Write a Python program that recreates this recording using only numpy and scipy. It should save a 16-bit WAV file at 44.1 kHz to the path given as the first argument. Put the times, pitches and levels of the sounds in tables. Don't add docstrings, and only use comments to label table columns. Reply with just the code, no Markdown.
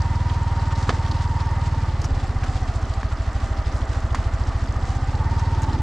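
import sys
import numpy as np
from scipy import signal
from scipy.fft import rfft, irfft
from scipy.io import wavfile
from scipy.ndimage import uniform_filter1d

SR = 44100
rng = np.random.default_rng(int(sys.argv[2]) if len(sys.argv) > 2 else 0)


def unload_audio(sound):
    columns = np.transpose(np.atleast_2d(sound))
    steps = np.round(np.clip(columns, -1, 1) * 32767)
    wavfile.write(sys.argv[1], SR, steps.astype(np.int16))


N = 256658
T = np.arange(N) / SR
CRUISE_HZ = 19
FLUTTER_DB = 1.2


def undb(db):
    return 10 ** (np.asarray(db) / 20)


def unit(x):
    return x / np.sqrt(np.mean(x ** 2))


def curve(table):
    return np.interp(T, *np.transpose(table))


def follow(firing_hz, cruise_db, doubling_db):
    return cruise_db + doubling_db * np.log2(firing_hz / CRUISE_HZ)


def resonate(x, hz, width_hz):
    g, k = np.tan(np.pi * min(hz / SR, .45)), width_hz / hz
    return signal.lfilter([k * g, 0, -k * g], [1 + k * g + g * g, 2 * g * g - 2, 1 - k * g + g * g], x)


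def band(x, hz, width_hz):
    return resonate(resonate(x, hz, width_hz), hz, width_hz)


def body(x, modes):
    return sum((-1) ** k * undb(db) * resonate(x, hz, width) for k, (hz, width, db) in enumerate(modes))


def colour(x, points):
    hz, db = np.transpose(points)
    bin_hz = np.maximum(np.arange(N // 2 + 1) * SR / N, 1)
    gain = undb(np.interp(np.log(bin_hz), np.log(hz), db))
    cepstrum = irfft(np.log(gain), N)
    cepstrum[1:N // 2] *= 2
    cepstrum[N // 2 + 1:] = 0
    return irfft(rfft(x) * np.exp(rfft(cepstrum)), N)


def noise():
    return rng.standard_normal(N)


def drift(rate_hz):
    hold = int(SR / rate_hz)
    steps = np.repeat(rng.standard_normal(N // hold + 2), hold)
    return unit(uniform_filter1d(steps, hold)[:N])


def grains(per_s, tail_db):
    size = undb(tail_db * np.minimum(rng.exponential(size=N), 5))
    return (rng.random(N) < per_s / SR) * size * rng.choice([-1, 1], N)


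def trail(clicks, t60_s):
    return signal.lfilter([1], [1, -np.exp(-np.log(1000) / (t60_s * SR))], clicks)


def fade(start_s, t60_s):
    return (T >= start_s) * np.exp(-np.log(1000) * np.clip((T - start_s) / t60_s, 0, 2))


def swell(peak_s, length_s):
    return np.exp(-np.minimum((2 * (T - peak_s) / length_s) ** 2, 20))


def stereo(make, side_db):
    return make() + undb(side_db) * make() * np.array([[1], [-1]])


# start in cycles, length in cycles, duct resonance in Hz, width in Hz, pressure (- sucks).
GAS_PULSES = [(-.102, .183, 65, 76, .95), (-.077, .235, 99, 132, -1.46), (.19, .21, 85, 160, -.2),
              (.507, .35, 55, 48, -.15)]
# time in seconds, gain from the throttle in dB.
THROTTLE_DB = [(0, -0.5), (.8, -0.5), (1.6, -1), (2.5, 1.2), (3.15, -0.3), (3.8, 0), (4.1, 1.5),
               (5.82, 0.5)]


def thump(cycle, firing_hz, settle_s=.06):
    squeeze = (firing_hz / CRUISE_HZ) ** .13
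    ducts = 0
    for start, length, hz, width_hz, pressure in GAS_PULSES:
        from_middle = (cycle - start - length / 2 + .5) % 1 - .5
        flow = np.cos(np.pi * np.clip(from_middle / (length * squeeze), -.5, .5)) ** 2
        ducts += pressure * band(flow, hz, width_hz)
    ducts *= np.minimum(.5 + .5 * T / settle_s, 1)
    level_db = follow(firing_hz, cruise_db=-21.5, doubling_db=.59) + curve(THROTTLE_DB)
    return unit(ducts) * undb(level_db + .083 * drift(26))


# side cover resonance in Hz, width in Hz, gain in dB.
COVER_MODES = [(670, 17.5, 5), (780, 36, 0.5), (901, 89, 5.5), (1232, 45, 8.5), (1800, 43, 1)]
# time in seconds, gain from load on the gears in dB.
GEAR_LOAD_DB = [(0, 3.5), (.65, 2), (.95, -0.5), (1.3, 4.5), (1.65, 0), (1.87, -.5), (2.02, -10), (2.2, -5),
                (2.55, 4.5), (2.9, 0.5), (3.4, 0), (4.4, -1), (4.9, 1.5), (5.2, 3), (5.7, 3.5), (5.82, 1.5)]


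def gear_whine(cycle, firing_hz, teeth_per_cycle=48.7, throb_depth=.48):
    slack = CRUISE_HZ / firing_hz
    surge = np.interp(cycle, [.64, .9], [-.5, .5], period=1)
    mesh_hz = teeth_per_cycle * firing_hz + 90 * slack * surge
    phase = 2 * np.pi * np.cumsum(mesh_hz) / SR + .64 * slack * drift(90)
    throb = 1 + throb_depth * np.sqrt(slack) * np.cos(2 * np.pi * (cycle - .24))
    force = throb * undb(FLUTTER_DB * drift(160))
    overtone_db = -12 + 8 * np.log2(slack)
    tone = force * (np.sin(phase) + undb(overtone_db) * np.sin(2 * phase))
    cover = sum(undb(db) * resonate(tone, hz, width_hz) for hz, width_hz, db in COVER_MODES)
    level_db = follow(firing_hz, cruise_db=-39.5, doubling_db=7.4) + curve(GEAR_LOAD_DB)
    return unit(.22 * tone + cover) * undb(level_db)


# place of a slap in the cycle from 0 to 1, level in dB.
VALVE_SLAPS = [(0.173, -4), (0.512, -8), (.72, -16), (.84, -10.5), (0.979, -6)]


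def clatter(cycle, decay_cycles=.04, chain=1.0):
    slaps = sum(undb(db) * np.exp(-((cycle - place) % 1) / decay_cycles) for place, db in VALVE_SLAPS)
    return (chain + slaps) * noise() * undb(FLUTTER_DB * drift(60))


# resonance in Hz, width in Hz, gain in dB.
CASING_MODES = [(539, 25, -2.5), (675, 83, -5.5), (781, 35, 4.5), (937, 133, -1.5), (1148, 65, 1.5),
                (1228, 73, 1), (1510, 308, -7), (1826, 94, -4.5), (2025, 91, -7.5)]


def casing(cycle, firing_hz, ease_db=4, sag_scale_hz_per_s=9.6, window_s=.53):
    sag_hz_per_s = -uniform_filter1d(np.gradient(firing_hz) * SR, int(window_s * SR))
    overrun = np.tanh(np.maximum(sag_hz_per_s, 0) / sag_scale_hz_per_s)
    ring = stereo(lambda: unit(body(clatter(cycle), CASING_MODES)), side_db=-12.5)
    return ring * undb(follow(firing_hz, cruise_db=-38.17, doubling_db=1) - ease_db * overrun)


# resonance in Hz, width in Hz, gain in dB.
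PANEL_MODES = [(136, 8.3, 0.5), (213, 20.6, -1.5), (262.2, 25.7, 0.5), (331, 70, -8)]
# peak of a buzz in seconds, rise in dB, length in seconds.
PANEL_BUZZES = [(0.403, 1.5, 0.28), (1.122, 7.5, 0.047), (2.52, 1.5, 0.17), (3.72, 4, 0.083),
                (4.69, 3, 0.13), (5.306, 4, 0.23), (5.746, 8, 0.39)]


def panels(cycle, firing_hz, rattle=1.86):
    kicks = np.diff(np.floor(cycle + .27), prepend=0)
    ring = unit(body(unit(kicks) + rattle * noise(), PANEL_MODES))
    buzz_db = sum(db * swell(peak_s, length_s) for peak_s, db, length_s in PANEL_BUZZES)
    return ring * undb(follow(firing_hz, cruise_db=-40.5, doubling_db=2.1) + buzz_db)


# frequency in Hz, gain in dB.
GRAVEL_SPECTRUM = [(1350, -6), (2300, 0), (2810, -1), (3500, -3.5), (4600, -3), (4960, -4.5), (5300, -5),
                   (7000, -10.5), (7750, -11.5), (8100, -15), (9060, -19.5), (11800, -42.5), (19900, -120)]


def gravel_and_ticks(cycle, firing_hz, tick_db=1):
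    grit = stereo(lambda: unit(grains(per_s=1900, tail_db=-2)), side_db=-8)
    clusters = unit(trail(np.abs(grains(per_s=38, tail_db=2)), t60_s=.15))
    grit *= unit(1.07 + clusters)
    ticks = stereo(lambda: unit(clatter(cycle, decay_cycles=.023, chain=.98)), side_db=-14)
    ticks *= 1 + .15 * np.cos(2 * np.pi * (cycle - .95))
    mix = unit(colour(grit + undb(tick_db) * ticks, GRAVEL_SPECTRUM))
    return mix * undb(follow(firing_hz, cruise_db=-46, doubling_db=3))


# peak in seconds, level in dB, length in seconds, centre in Hz.
STONE_SHIFTS = [(0.303, -44.5, .1, 1600), (0.578, -42, 0.11, 1600), (0.721, -34, .026, 1850),
                (0.78, -46, 0.058, 3480), (0.82, -49, 0.055, 4550), (.877, -51, 0.028, 4170),
                (0.916, -43, 0.2, 2930), (1.227, -40, 0.038, 3000), (1.409, -35.5, 0.043, 1900),
                (1.666, -46, 0.048, 3500), (2.044, -34.5, 0.014, 1400), (2.46, -37, 0.063, 1700),
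                (2.55, -49, 0.19, 4500), (2.756, -47, 0.043, 4500), (3.123, -36, 0.02, 1500),
                (3.46, -49, 0.083, 5500), (3.772, -48.5, 0.067, 6000), (3.935, -40.5, 0.098, 2480),
                (4.63, -50, 0.088, 4000), (4.903, -46, 0.13, 4470), (5.397, -39.5, 0.038, 2210),
                (5.634, -36.5, 0.048, 1700), (5.736, -40.5, 0.047, 2000)]
# frequency in Hz, gain in dB.
PLOUGH_SPECTRUM = [(300, -2), (1200, 12), (2400, -3.5), (4500, -3), (7500, -2), (9200, -11.5), (12000, -27),
                   (16000, -56)]


def crunches(width_ratio=2.6):
    grit = stereo(lambda: unit(colour(grains(per_s=530, tail_db=-1.2), PLOUGH_SPECTRUM)), side_db=-9.5)
    return sum(undb(db) * swell(peak_s, length_s) * unit(band(grit, hz, width_ratio * hz))
               for peak_s, db, length_s, hz in STONE_SHIFTS)


# start in seconds, crack peak in dB, crack pitch in Hz, crack t60 in seconds,
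# chassis ring and grit spray in dB relative to the crack, spray t60 in seconds.
STONE_HITS = [(0.8923, -12, 1140, 0.011, 0, -3.5, 0.035), (.9025, -20, 730, 0.028, -11, -11, 0.061),
              (.9265, -29, 487, 0.022, 0, -16, .03), (2.435, -25.5, 1585, 0.014, -24, -11, .015),
              (3.031, -19.5, 1060, 0.0067, -13, -9.5, .012), (3.758, -28, 835, 0.022, -7, -16, .03),
              (3.838, -31, 980, 0.0091, -14, -12, .01), (4.1464, -14.5, 1090, 0.0095, -21, -15, 0.07),
              (4.154, -23.5, 1350, .018, -18, -15, 0.024)]
# resonance in Hz, level in dB, t60 in seconds.
CHASSIS_MODES = [(150, -7.5, 0.056), (218, -9.5, 0.33), (256.4, 6, 0.22), (347, -6, 0.08),
                 (444, 10.5, 0.032), (487, 8.5, 0.042), (690, -1, 0.056), (1260, -1, 0.092),
                 (1600, -25, 0.025)]
# frequency in Hz, gain in dB.
SPRAY_SPECTRUM = [(100, -6), (600, 1.5), (1100, -5.5), (1750, 10.5), (2400, -0.5), (3200, -2), (4700, -1.5),
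                  (7700, -15.5), (10000, -35), (15000, -65)]


def knocks(crack_rise_s=.00066, spray_rise_s=.00069):
    out = np.zeros(N)
    grit = unit(colour(noise(), SPRAY_SPECTRUM))
    for start_s, db, hz, t60_s, ring_db, spray_db, spray_t60_s in STONE_HITS:
        age_s = np.maximum(T - start_s, 0)
        phase = 2 * np.pi * hz * age_s
        clack = np.sin(phase) + undb(-6) * np.sin(1.484 * phase)
        crack = np.tanh(age_s / crack_rise_s) * fade(start_s, t60_s) * clack
        crack /= np.abs(crack).max()
        spray = np.tanh(age_s / spray_rise_s) * fade(start_s, spray_t60_s) * grit
        ring = sum(undb(mode_db) * fade(start_s, mode_t60_s) * np.sin(2 * np.pi * mode_hz * age_s)
                   for mode_hz, mode_db, mode_t60_s in CHASSIS_MODES)
        ring /= np.abs(ring).max()
        out += undb(db) * (undb(spray_db) * spray - crack - undb(ring_db) * ring)
    return out


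# start in seconds, peak before panning in dB, ring in Hz, t60 in seconds.
PEBBLE_SNAPS = [(0.019, -28.5, 5400, .02), (.1565, -34, 4800, 0.026), (0.2968, -30.5, 3520, 0.03),
                (0.597, -34.5, 4570, .02), (0.753, -31, 4360, 0.042), (0.827, -28.5, 4600, 0.028),
                (1.062, -31.5, 3530, 0.029), (1.113, -24.5, 4370, 0.03), (1.1657, -34, 4550, 0.031),
                (1.2117, -30.5, 3780, 0.025), (1.231, -37, 4870, 0.025), (1.403, -33, 4570, .025),
                (1.512, -39, 6000, .018), (2.016, -29, 5440, 0.038), (2.042, -26, 5800, 0.04),
                (2.277, -41.5, 8560, .013), (2.436, -34.5, 5840, .05), (2.631, -38, 5700, .015),
                (2.739, -38, 5300, .018), (2.938, -33, 4600, 0.017), (3.331, -37, 6900, 0.027),
                (3.680, -37, 4900, .016), (3.763, -37, 4800, .018), (3.948, -42, 4400, .02),
                (4.004, -37.5, 6400, 0.019), (4.1465, -32, 6750, 0.044), (4.173, -46, 8600, 0.011),
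                (4.204, -38, 6200, .025), (4.337, -38, 6600, .018), (4.472, -31.5, 5300, .02),
                (4.684, -38, 4400, .02), (4.803, -38, 5000, .012), (4.953, -38, 6960, 0.019),
                (5.152, -31, 4230, 0.029), (5.395, -32.5, 5970, 0.021), (5.453, -38, 4700, 0.02),
                (5.618, -31.5, 6460, 0.064), (5.639, -33, 4530, 0.033), (5.729, -32.5, 4400, 0.041)]


def pebbles(width_ratio=.48):
    out = np.zeros((2, N))
    scrape = noise() * undb(4.2 * drift(500))
    pans = rng.uniform(-.42, .45, len(PEBBLE_SNAPS))
    for (start_s, db, hz, t60_s), pan in zip(PEBBLE_SNAPS, pans):
        snap = band(scrape * fade(start_s, t60_s), hz, width_ratio * hz)
        out += undb(db) * snap / np.abs(snap).max() * np.array([[1 + pan], [1 - pan]])
    return out


# centre in seconds, peak in dB, pitch in Hz.
JOLTS = [(2.058, -30, 38), (2.13, -14.5, 46.4), (2.153, -22, 42), (2.387, -22, 34)]


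def bumps(half_length_s=.009):
    return sum(undb(db) * np.exp(-((T - at_s) / half_length_s) ** 2) * np.cos(2 * np.pi * hz * (T - at_s))
               for at_s, db, hz in JOLTS)


# frequency in Hz, gain in dB.
RUMBLE_SPECTRUM = [(18, -13), (32, 0), (70, -2.5), (110, -5.5), (170, -10.5), (400, -13), (1000, -15),
                   (2000, -28.5), (4000, -63.5)]
# time in seconds, level in dB.
RUMBLE_DB = [(0, -38), (1.6, -37.5), (2.1, -35.5), (3.2, -37.5), (4.2, -36), (5.82, -37)]


def tyre_rumble():
    roll = stereo(lambda: unit(colour(noise(), RUMBLE_SPECTRUM)), side_db=-17.5)
    return roll * undb(curve(RUMBLE_DB) + drift(7))


# ring of one chip size in Hz, width in Hz, relative level in dB.
CHIP_SIZES = [(3280, 1200, 2), (4860, 1400, 1.5), (6080, 2800, -1), (7470, 1000, -2.5)]


def chips(level_db=-54.5):
    out = 0
    for hz, width_hz, db in CHIP_SIZES:
        contacts = trail(grains(per_s=45, tail_db=2), t60_s=.021)
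        ticks = stereo(lambda: contacts * noise(), side_db=-6.5)
        out += undb(db) * unit(band(ticks, hz, width_hz))
    return unit(out) * undb(level_db)


# time in seconds, engine speed in firings per second.
FIRING_HZ = [(0.0, 19.202), (0.25, 19.66), (0.99, 18.618), (1.18, 19.461), (1.42, 18.894), (1.64, 19.424),
             (2.01, 17.607), (2.25, 15.729), (2.44, 15.475), (3.07, 13.213), (3.62, 12.623), (3.95, 13.702),
             (4.3, 13.549), (4.7, 14.342), (4.98, 15.708), (5.33, 18.882), (5.5, 19.024), (5.82, 17.447)]


def scene():
    firing_hz = curve(FIRING_HZ)
    cycle = np.cumsum(firing_hz) / SR
    low = thump(cycle, firing_hz) + panels(cycle, firing_hz) + tyre_rumble() + bumps()
    metal = gear_whine(cycle, firing_hz) + casing(cycle, firing_hz) + knocks()
    stones = gravel_and_ticks(cycle, firing_hz) + crunches() + pebbles() + chips()
    rightward = np.array([[-1], [1]])
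    return low * undb(.33 * rightward) + metal * undb(1.13 * rightward) + stones


def record(dry, cutoff_hz=12600):
    return signal.sosfilt(signal.ellip(8, .2, 70, cutoff_hz, fs=SR, output="sos"), dry)


dry = scene()
out = record(dry)
unload_audio(out)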